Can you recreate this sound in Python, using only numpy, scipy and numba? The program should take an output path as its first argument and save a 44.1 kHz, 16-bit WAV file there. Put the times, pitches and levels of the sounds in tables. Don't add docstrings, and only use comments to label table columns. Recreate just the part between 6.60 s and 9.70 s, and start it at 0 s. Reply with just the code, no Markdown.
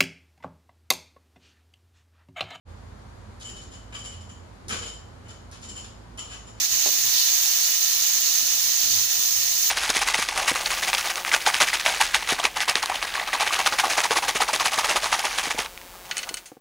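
import sys
import numpy as np
from scipy import signal
from scipy.fft import rfft, irfft, next_fast_len
from scipy.io import wavfile
from numba import njit

SR = 44100
rng = np.random.default_rng(int(sys.argv[2]) if len(sys.argv) > 2 else 0)


def generate_wav(signal):
    frames = np.transpose(np.atleast_2d(signal))
    scaled = np.clip(frames, -1, 1) * 32767
    pcm = np.round(scaled).astype(np.int16)
    wavfile.write(sys.argv[1], SR, pcm)


N = 136710
ROOM_T60_S = 0.17


def undb(db):
    return 10 ** (np.asarray(db) / 20)


def unit(x):
    return x / np.sqrt(np.mean(x ** 2))


def curve(rows):
    return np.interp(np.arange(N) / SR, *np.array(rows).T)


def swells(rows):
    t = np.arange(N) / SR
    return sum(height * np.exp(-((t - centre) / width) ** 2) for centre, width, height in rows)


def shape(x, response):
    size = next_fast_len(N + 8192)
    hz = np.maximum(np.fft.rfftfreq(size, 1 / SR), 1)
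    return irfft(rfft(x, size) * response(hz), size)[..., :N]


def colour(x, hz, db):
    return shape(x, lambda f: undb(np.interp(np.log(f), np.log(hz), db)))


def wander(rate_hz):
    return unit(shape(rng.standard_normal(N), lambda f: np.exp(-2 * (f / rate_hz) ** 2)))


def kitchen(x, wet_db):
    t = np.arange(SR // 2) / SR
    tail = rng.standard_normal((2, len(t))) * np.exp(-np.log(1000) * t / ROOM_T60_S)
    tail[:, :8] = 0
    tail /= np.sqrt(np.sum(tail ** 2, axis=1, keepdims=True))
    return x + undb(wet_db) * signal.fftconvolve(x, tail, axes=1)[:, :N]


def scatter(per_second, spread_db=2):
    start = np.flatnonzero(rng.random(N) < per_second / SR) / SR
    left_lag_s = rng.normal(0.00006, 0.00012, len(start))
    strength = np.minimum(rng.exponential(size=len(start)), 6.5)
    return (start + left_lag_s, start), undb(spread_db * strength)


def bursts():
    arrivals, size = scatter(per_second=28000)
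    clicks = size * np.sign(rng.standard_normal(len(size)))
    samples = np.rint(np.array(arrivals) * SR).astype(int) % N
    return unit(np.array([np.bincount(side, clicks, N) for side in samples]))


@njit
def chirps(start, hz, size, t60, rise):
    out = np.zeros(N)
    for k in range(len(start)):
        first = int(start[k] * SR) + 1
        for i in range(max(first, 0), min(first + int(t60 * SR), N)):
            age = i / SR - start[k]
            phase = 2 * np.pi * hz[k] * age * (1 + .5 * rise * age / t60)
            out[i] += size[k] * np.exp(-6.9 * age / t60) * np.sin(phase)
    return out


def bubbles():
    arrivals, size = scatter(per_second=5000)
    hz = rng.uniform(1606, 15240, len(size))
    return unit(np.array([chirps(start, hz, size, t60=0.01, rise=0.12) for start in arrivals]))


def wok(x):
    # pitch in Hz, bandwidth in Hz, level in dB against the incoming hiss.
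    resonances = [(413, 7.1, 2.5), (547, 29, 1.5), (657, 26, -0.5), (786, 20, -12), (876, 44, -5.5),
                  (1065, 21, -8), (1470, 36, -3.5), (1815, 15, -19), (2930, 49, -1), (4400, 19, -15)]
    return shape(x, lambda f: 1 + sum(undb(db) / (1 + 2j * (f - hz) / width)
                                      for hz, width, db in resonances))


def flares(hiss):
    # peak time in seconds, half-width in seconds, boost in dB.
    boosts = [(.27, .03, 1), (.595, 0.069, 6), (1.66, 0.058, 1), (2.32, .08, 2)]
    centre_hz, half_width_hz = 4260, 1120
    band = shape(hiss, lambda f: np.exp(-((f - centre_hz) / half_width_hz) ** 2))
    return band * (undb(swells(boosts)) - 1)


def sizzle():
    # frequency in Hz, relative left and right levels in dB.
    tone = [(150, -38.5, -38.5), (455, -39.5, -35.5), (662, -26.5, -28), (1050, -25, -23.5),
            (1460, -25.5, -25.6), (1830, -20, -19.5), (2610, -18.5, -17), (3140, -16.5, -15),
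            (3660, -14, -10.5), (4750, -9.5, -9), (5470, -13, -5), (6510, -10.5, 0.4), (7200, -19, -9),
            (8400, -17.5, -21), (9670, -18, -26.5), (11940, -13, -23.5), (13570, -18, -17.5),
            (15170, -7.5, -3), (14700, -9, -6.5)]
    # time in seconds, gain in dB.
    boil = [(0, 1.4), (.27, 1.3), (.36, 0.1), (.56, 1), (.72, 1.3), (1.12, 1.83), (1.3, 0.66), (1.65, 1.06),
            (2.15, 0.75), (2.33, 1.1), (2.55, 0.3), (2.85, -0.5), (3.1, -0.2)]
    # time in seconds, gain in dB.
    treble = [(0, -2.5), (.25, -0.8), (.45, 0.7), (1, 0.7), (1.7, 0), (2.35, -0.4), (2.65, 2), (2.85, 0.5),
              (3.1, 2.5)]
    # time in seconds, depth in dB.
    dips = [(.088, 4.5), (1.195, 2.5), (2.18, 0.5), (2.478, 2.5), (2.93, 0)]
    level_db, treble_hz, dip_half_width_s = -19, 8300, 0.02
    oil = bursts() + undb(-4.5) * bubbles()
    left, right = wok(kitchen(oil, wet_db=-5.5))
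    hz, left_db, right_db = np.array(tone).T
    hiss = unit(np.array([colour(left, hz, left_db), colour(right, hz, right_db)]))
    body = shape(hiss, lambda f: 1 / (1 + (f / treble_hz) ** 10))
    flicker_db = 0.4 * wander(rate_hz=45)
    fizz = (hiss - body) * undb(curve(treble) + flicker_db)
    dip_db = swells([(time, dip_half_width_s, depth) for time, depth in dips])
    surge_db = 0.43 * wander(rate_hz=30)
    return (body + fizz + flares(hiss)) * undb(level_db + curve(boil) - dip_db + surge_db)


def rumble():
    # frequency in Hz, relative level in dB.
    tone = [(20, -24), (50, -12.5), (72, -11), (92, -5.5), (107, 6), (122, -12.5), (137, -1), (160, -15.5),
            (200, -10), (300, -9.5), (450, -21), (900, -28.5)]
    # peak time in seconds, half-width in seconds, level in dB.
    thuds = [(.01, 0.0095, -45), (0.144, 0.034, -48), (0.355, 0.064, -52), (0.468, 0.036, -49.5),
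             (1.053, 0.021, -63), (1.4, .04, -58), (1.83, 0.015, -47), (1.946, 0.013, -49),
             (2.068, 0.016, -50.5), (2.308, 0.095, -49.5), (2.59, 0.011, -50), (2.786, 0.072, -53),
             (2.935, 0.038, -53.5)]
    bed_db, side_db = -62, -14.5
    mid, side = unit(colour(rng.standard_normal((2, N)), *np.array(tone).T))
    thud_power = swells([(time, width, undb(db) ** 2) for time, width, db in thuds])
    envelope = np.sqrt(undb(bed_db) ** 2 + thud_power)
    return envelope * (mid + undb(side_db) * np.array([side, -side]))


def knock():
    # start in seconds, strength in dB.
    hits = [(0.2608, -32), (0.2729, -41), (0.2864, -45)]
    # pitch in Hz, relative level in dB, seconds to fall 60 dB.
    modes = [(274, -10, 0.089), (400, -4.5, 0.1), (600, -5, 0.097), (710, -0.5, 0.048), (810, 4.5, 0.024),
             (1023, -3.5, 0.093), (1140, -20, .03)]
    ring = np.zeros(N)
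    for start, hit_db in hits:
        age = np.maximum(np.arange(N) / SR - start, 0)
        for hz, db, t60 in modes:
            decay = np.exp(-np.log(1000) * age / t60)
            ring += undb(hit_db + db) * np.sin(2 * np.pi * hz * age) * decay
    dull = signal.sosfilt(signal.butter(2, [272, 1400], "bandpass", fs=SR, output="sos"), ring)
    return kitchen(np.array([dull, dull]), wet_db=-5)


def scene():
    return sizzle() + rumble() + knock()


def record(dry):
    top_hz = 15480
    return shape(dry, lambda f: undb(-np.clip((f - top_hz) / 5, 0, 100)))


dry = scene()
out = record(dry)
generate_wav(out)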